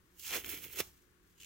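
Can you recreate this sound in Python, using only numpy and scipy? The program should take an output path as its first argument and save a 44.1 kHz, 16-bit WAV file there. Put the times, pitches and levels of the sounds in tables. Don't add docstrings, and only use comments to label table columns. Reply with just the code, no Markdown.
import sys
import numpy as np
from scipy import signal
from scipy.fft import rfft, irfft, next_fast_len
from scipy.io import wavfile

SR = 44100
rng = np.random.default_rng(int(sys.argv[2]) if len(sys.argv) > 2 else 0)


def generate_wav(signal):
    frames = np.transpose(np.atleast_2d(signal))
    scaled = np.clip(frames, -1, 1) * 32767
    pcm = np.round(scaled).astype(np.int16)
    wavfile.write(sys.argv[1], SR, pcm)


N = 63945

# frequency in Hz, left gain in dB, right gain in dB.
ROOM_TONE_EQ = [(20, -16, -12), (44.6, -4, -2), (73.5, 3, 1), (110, -10.5, -5), (222, -15.5, -12),
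                (367, -10, -6.5), (620, -26, -24), (806, -22, -32.5), (1120, -17.5, -30),
                (1700, -15.5, -30.5), (2230, -22.5, -31), (5000, -32, -35), (9200, -31, -45),
                (16000, -40, -35)]
# frequency in Hz, side gain in dB.
ROOM_TONE_WIDTH = [(50, -9), (400, -10), (1000, -1.5), (3000, 1), (16000, 3)]
# frequency in Hz, level in dB.
HUM_TONES = [(177.6, -81), (360.7, -83)]
# time in seconds, level in dB.
RUB_ENVELOPE = [(0, -80), (0.14, -73.5), (0.8, -61.5), (0.88, -59.5), (0.92, -65.5), (1.02, -69.5),
                (1.06, -74.5), (1.2, -78.5), (1.3, -72), (1.45, -77)]
# frequency in Hz, left gain in dB, right gain in dB.
RUB_EQ = [(300, -8.5, -17), (1000, -4, -11), (1760, 0.5, -14), (2780, -1.5, -9.5), (4570, -1.5, -7.5),
          (6650, -0.5, 0), (9600, -7, -6), (12000, -5, -0.5), (15500, -3.5, 2)]
# time in seconds, level in dB.
GRIP_ENVELOPES = [
    [(0.16, -77), (0.195, -60), (0.215, -56.5), (0.24, -51.5), (0.28, -49.5), (0.31, -75)],
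    [(1.33, -94), (1.395, -67), (1.402, -61.5), (1.43, -59), (1.45, -54.5)],
]
# start in seconds, level in dB.
GRIP_CRACKLES = [(1.3795, -59), (1.3828, -70), (1.4005, -52), (1.405, -58), (1.4129, -49), (1.4212, -47),
                 (1.4325, -48.5), (1.4455, -55)]
# frequency in Hz, left gain in dB, right gain in dB.
GRIP_EQ = [(590, -34, -32), (1580, -15, -17), (2350, -6, -13), (2930, 5.5, -1), (3540, -15.5, -6.5),
           (4600, -9.5, -7.5), (5770, -12.5, -6.5), (6750, -2, 1.5), (9500, -20, -11), (12000, -14, -6.5),
           (15300, -14, -6)]
# frequency in Hz, left gain in dB, right gain in dB.
FOAM_EQ = [(700, -10, -7), (950, -6, -14), (1250, -8, -8), (1550, -7, -4), (1850, -6, -5), (2200, 0, -2),
           (3100, -1, -2), (3700, -9, -8), (4150, -9, -4), (4650, -13, -9), (5300, -6, -5), (6050, -7, -7),
           (6450, -6, -2), (7400, -14, -5), (8200, -11, -7), (9200, -20, -8), (10700, -10, -7),
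           (11600, -13, -4), (12300, -9, -4), (13700, -15, -2), (15400, -9, -2)]
# time in seconds, relative level in dB.
FIZZ_ENVELOPES = [
    [(0.15, -78), (0.188, -62.5), (0.196, -60), (0.23, -54), (0.278, -39.5), (0.296, -42), (0.352, -36),
     (0.382, -42.5), (0.43, -61.5)],
    [(0.43, -67), (0.462, -48), (0.478, -52.5), (0.496, -43.5), (0.614, -58), (0.642, -50), (0.7, -67.5)],
    [(0.7, -67.5), (0.732, -49.5), (0.75, -59.5), (0.758, -50.5), (0.806, -31.5), (0.814, -43.5),
     (0.836, -58.5), (0.85, -56.5)],
]
# time in seconds, treble gain in dB.
AIR_ENVELOPE = [(0.2, 6), (0.3, -2.5), (0.38, 3), (0.46, 6.5), (0.74, 7.5), (0.8, 1), (0.83, -7)]
# time in seconds, relative level in dB.
CRUNCH_ENVELOPES = [
    [(0.22, -74), (0.242, -54), (0.322, -42.5), (0.33, -38.5), (0.36, -38), (0.426, -56.5), (0.43, -68)],
    [(0.43, -67.5), (0.442, -53.5), (0.534, -47.5), (0.588, -54), (0.6, -59.5), (0.648, -52), (0.68, -60.5),
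     (0.7, -82)],
    [(0.7, -58), (0.756, -54.5), (0.806, -37), (0.824, -53), (0.86, -77)],
]
# start in seconds, relative level in dB, share of crunch from 0 to 1, decay in seconds.
STRAND_SNAPS = [(0.1963, -45, 0, 0.00094), (0.1996, -47, .05, 0.0013), (0.2164, -47, 0.02, 0.00066),
                (0.4452, -39.5, 0.8, 0.0011), (0.4612, -46.5, 0.07, 0.0018), (0.4678, -48, .9, 0.00063),
                (0.4925, -40.5, 0.6, 0.0011), (0.528, -46, 0, 0.00054), (0.5755, -47, 0.17, .0008),
                (0.6415, -45, 0.4, 0.0011), (0.681, -50, 0, 0.0012), (0.7345, -49, 0.3, 0.00063),
                (0.7585, -46.5, 0.14, 0.005), (0.7872, -42, .4, 0.0011), (0.8036, -29.5, 0.03, 0.0016),
                (0.812, -46, 0.4, 0.00073)]
# time in seconds, level in dB.
HAND_ENVELOPE = [(0.22, -79), (0.26, -65), (0.38, -62.5), (0.6, -65.5), (0.72, -67), (0.82, -62.5),
                 (0.9, -69)]
# frequency in Hz, gain in dB.
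HAND_EQ = [(15, -23), (35, -1.5), (70, 3.5), (120, -5), (180, -5), (300, -32.5), (800, -50)]
# time in seconds, relative level in dB.
THUD_ENVELOPES = [
    [(0.24, -85), (0.296, -72), (0.325, -57), (0.352, -43.5), (0.378, -49), (0.392, -59.5), (0.43, -68)],
    [(0.43, -71.5), (0.474, -55), (0.508, -60.5), (0.532, -54.5), (0.622, -67), (0.654, -58.5), (0.72, -77)],
    [(0.72, -75), (0.748, -67), (0.792, -55), (0.803, -44), (0.813, -52), (0.83, -71), (0.85, -75)],
]
# frequency in Hz before the pitch shift, gain in dB.
BODY_EQ = [(60, -30), (150, -18), (250, -4.5), (340, 1), (490, -3.5), (650, -13.5), (1000, -29.5),
           (2500, -38)]
BODY_PITCH_RATIOS = [1, 0.93, 1.07]
# frequency in Hz, gain in dB.
KNOCK_EQ = [(120, -17), (300, 0), (480, 3.5), (700, -12), (950, -6), (1500, -6), (3000, -5), (6000, -23)]
# frequency in Hz, width in Hz, lift in dB.
HOLLOW_PEAKS = [(2184, 85, 3.5), (2670, 62, 3), (3110, 60, 3), (3386, 84, 5), (6140, 48, 0)]
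# frequency in Hz, gain in dB.
REVERB_EQ = [(100, -5), (400, -9), (900, 8.5), (2000, -3.5), (3000, -2), (6000, 2), (15000, 0)]

CLUMP_HZ, PAN_SPREAD_DB = 126, 7
FIZZ_LAG_S, LAG_SPREAD_S = 0.00004, 0.000025
FIZZ_PER_S, SPLIT_HZ = 9000, 3730
BASS_PAN_DB = [[-1.8], [1.8]]
TIME = np.arange(N) / SR


def from_db(db):
    return 10 ** (np.asarray(db) / 20)


def unit_rms(x):
    return x / np.sqrt(np.mean(x ** 2) + 1e-20)


def envelope(*curves):
    gain = np.zeros(N)
    for rows in curves:
        times, db = np.transpose(rows)
        outside_s = np.maximum(0, np.maximum(times[0] - TIME, TIME - times[-1]))
        gain += from_db(np.interp(TIME, times, db) - 600 * outside_s)
    return gain


def burst(start_s, db, decay_s):
    age = TIME - start_s
    return from_db(db) * (age >= 0) * np.exp(-np.abs(age) / decay_s)


def drift(hz):
    pole = np.exp(-2 * np.pi * hz / SR)
    return unit_rms(signal.lfilter([1], [1, -2 * pole, pole * pole], rng.standard_normal(N + SR))[SR:])


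def butter(x, hz, kind, order=4):
    return signal.sosfilt(signal.butter(order, hz, kind, fs=SR, output="sos"), x)


def crossover(x, hz, kind):
    return butter(butter(x, hz, kind, order=2), hz, kind, order=2)


def eq(x, table, column=1):
    table, size = np.array(table, float), 2 * next_fast_len(N)
    hz = np.maximum(np.arange(size // 2 + 1) * SR / size, 1)
    gain = from_db(np.interp(np.log(hz), np.log(table[:, 0]), table[:, column]))
    cepstrum = irfft(np.log(gain))
    cepstrum[1:size // 2] *= 2
    cepstrum[size // 2 + 1:] = 0
    return irfft(rfft(x, size) * np.exp(rfft(cepstrum)))[..., :N]


def stereo_eq(pair, table):
    return np.array([eq(pair[0], table, column=1), eq(pair[1], table, column=2)])


def clicks(per_s=20000, spread_db=0.5, clump_db=0, lag_s=0):
    starts = np.flatnonzero(rng.random(N) < per_s / SR)
    size_db = spread_db * np.minimum(rng.exponential(1, N), 4) + clump_db * drift(CLUMP_HZ)
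    sizes = (from_db(size_db) * rng.choice([-1, 1], N))[starts]
    pan, lag = rng.standard_normal((2, N))[:, starts]
    pan_gain = from_db(PAN_SPREAD_DB * pan / 2)
    delay = (lag_s + LAG_SPREAD_S * lag) * SR
    pair = np.zeros((2, N))
    pair[0, starts] = sizes * pan_gain
    for tap in range(-8, 9):
        np.add.at(pair[1], (starts + tap) % N, sizes / pan_gain * np.sinc(tap - delay))
    return pair


def room_tone():
    mid, side = rng.standard_normal((2, N))
    side = eq(side, ROOM_TONE_WIDTH)
    bed = unit_rms(stereo_eq([mid + side, mid - side], ROOM_TONE_EQ))
    hum = np.zeros(N)
    for hz, db in HUM_TONES:
        waver = 1 + 0.5 * drift(hz=7.5)
        hum += np.sqrt(2) * from_db(db) * waver * np.sin(2 * np.pi * (hz * TIME + rng.random()))
    return from_db(-69) * bed + hum


def rubbing():
    grains = clicks(FIZZ_PER_S, spread_db=1, clump_db=1.4)
    return unit_rms(stereo_eq(grains, RUB_EQ)) * envelope(RUB_ENVELOPE)


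def grip():
    grains = clicks(per_s=10000, spread_db=2, clump_db=1.5, lag_s=FIZZ_LAG_S)
    crackles = sum(burst(start_s, db, decay_s=0.0021) for start_s, db in GRIP_CRACKLES)
    squeeze = envelope(*GRIP_ENVELOPES) + crackles
    return stereo_eq(grains * squeeze, GRIP_EQ) / stereo_eq(grains, GRIP_EQ).std()


def fizz_band(pair):
    return butter(stereo_eq(pair, FOAM_EQ), SPLIT_HZ, "high", order=6)


def ticks(per_s=420, spread_db=3, decay_s=0.00038):
    triggers = rng.random(N) < per_s / SR
    sizes = from_db(spread_db * np.minimum(rng.exponential(1, N), 3))
    spurts = signal.lfilter([1], [1, -np.exp(-1 / (decay_s * SR))], triggers * sizes + 1e-18)
    return unit_rms(spurts * clicks(lag_s=FIZZ_LAG_S))


def fizz(merge_db=-41, air_hz=9800):
    pull = envelope(*FIZZ_ENVELOPES)
    lone_ticks = from_db(-7.5) * ticks() / np.hypot(1, pull / from_db(merge_db))
    rasp = unit_rms(clicks(FIZZ_PER_S, spread_db=1, clump_db=1, lag_s=FIZZ_LAG_S))
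    walls = unit_rms(fizz_band(rasp + lone_ticks))
    air_gain = from_db(np.interp(TIME, *np.transpose(AIR_ENVELOPE)))
    walls = crossover(walls, air_hz, "low") + air_gain * crossover(walls, air_hz, "high")
    return walls * pull * from_db(1.5)


def crunch_band(pair):
    lows = butter(stereo_eq(pair, FOAM_EQ), SPLIT_HZ, "low", order=6)
    return butter(lows, 700, "high")


def snaps(low_cut_hz=1510):
    bright, dull = np.zeros((2, N))
    for start_s, db, crunch_share, decay_s in STRAND_SNAPS:
        snap = burst(start_s, db, decay_s)
        bright += snap * np.sqrt(1 - crunch_share)
        dull += snap * np.sqrt(crunch_share)
    thin, thick = clicks(lag_s=FIZZ_LAG_S), clicks()
    top = fizz_band(thin * bright) / fizz_band(thin).std()
    mids = crunch_band(thick * dull) / crunch_band(thick).std()
    return 2 * (top + butter(mids, low_cut_hz, "high", order=3))


def crunch(deep_hz=1580, deep_growth=0.47):
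    breaks = unit_rms(clicks(per_s=4000, spread_db=3, clump_db=0.24))
    strands = unit_rms(crunch_band(breaks + from_db(-7.5) * ticks() * tick_gain()))
    pull = envelope(*CRUNCH_ENVELOPES) * from_db(-2)
    depth = from_db(-3) * (pull / pull.mean() / 2) ** deep_growth
    return pull * (crossover(strands, deep_hz, "high") + depth * crossover(strands, deep_hz, "low"))


def tick_gain(merge_db=-41):
    return 1 / np.hypot(1, envelope(*FIZZ_ENVELOPES) / from_db(merge_db))


def hands():
    rumble = unit_rms(eq(rng.standard_normal(N), HAND_EQ))
    return rumble * envelope(HAND_ENVELOPE) * from_db(BASS_PAN_DB)


def thuds():
    nudges = clicks(per_s=700, spread_db=3.5, clump_db=1)
    body = sum(unit_rms(eq(nudges, np.array(BODY_EQ) * [pitch, 1])) * envelope(stage)
               for stage, pitch in zip(THUD_ENVELOPES, BODY_PITCH_RATIOS))
    return body * from_db(0.5) * from_db(BASS_PAN_DB)


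def knock():
    grains = clicks()
    hit = burst(start_s=0.8025, db=-31.5, decay_s=0.0032)
    return eq(grains * hit, KNOCK_EQ) / eq(grains, KNOCK_EQ).std()


def parting_thump(start_s=0.803, from_hz=538, to_hz=39, glide_s=0.0069):
    age = np.maximum(TIME - start_s, 0)
    hz = (to_hz + (from_hz - to_hz) * np.exp(-age / glide_s)) * (age > 0)
    sweep = np.sin(2 * np.pi * np.cumsum(hz) / SR)
    return sweep * burst(start_s, db=-41.5, decay_s=0.014) * from_db(BASS_PAN_DB)


def hollow(x):
    return x + sum((from_db(lift_db) - 1) * signal.lfilter(*signal.iirpeak(hz, hz / width, fs=SR), x)
                   for hz, width, lift_db in HOLLOW_PEAKS)


def table_echo(pair, lags_s=(0.0021, 0.0029)):
    return from_db(-20.5) * np.array([np.interp(TIME - lag, TIME, x) for lag, x in zip(lags_s, pair)])


def reverb(pair, t60_s=0.23, predelay_s=0.0055):
    t = np.arange(SR // 2) / SR
    tail = rng.standard_normal((2, len(t))) * from_db(-60 * t / t60_s) * (t > predelay_s)
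    tail /= np.sqrt(np.sum(tail ** 2, axis=1, keepdims=True))
    return eq(from_db(-17.5) * signal.fftconvolve(pair, tail, axes=1)[:, :N], REVERB_EQ)


def scene():
    tearing = hollow(fizz() + crunch() + snaps() + grip() + rubbing())
    sponge = tearing + table_echo(tearing) + thuds() + knock() + parting_thump()
    return sponge + reverb(sponge) + hands() + room_tone()


def record(dry):
    return signal.sosfilt(signal.ellip(12, 0.1, 80, 15850, fs=SR, output="sos"), dry)


dry = scene()
out = record(dry)
generate_wav(out)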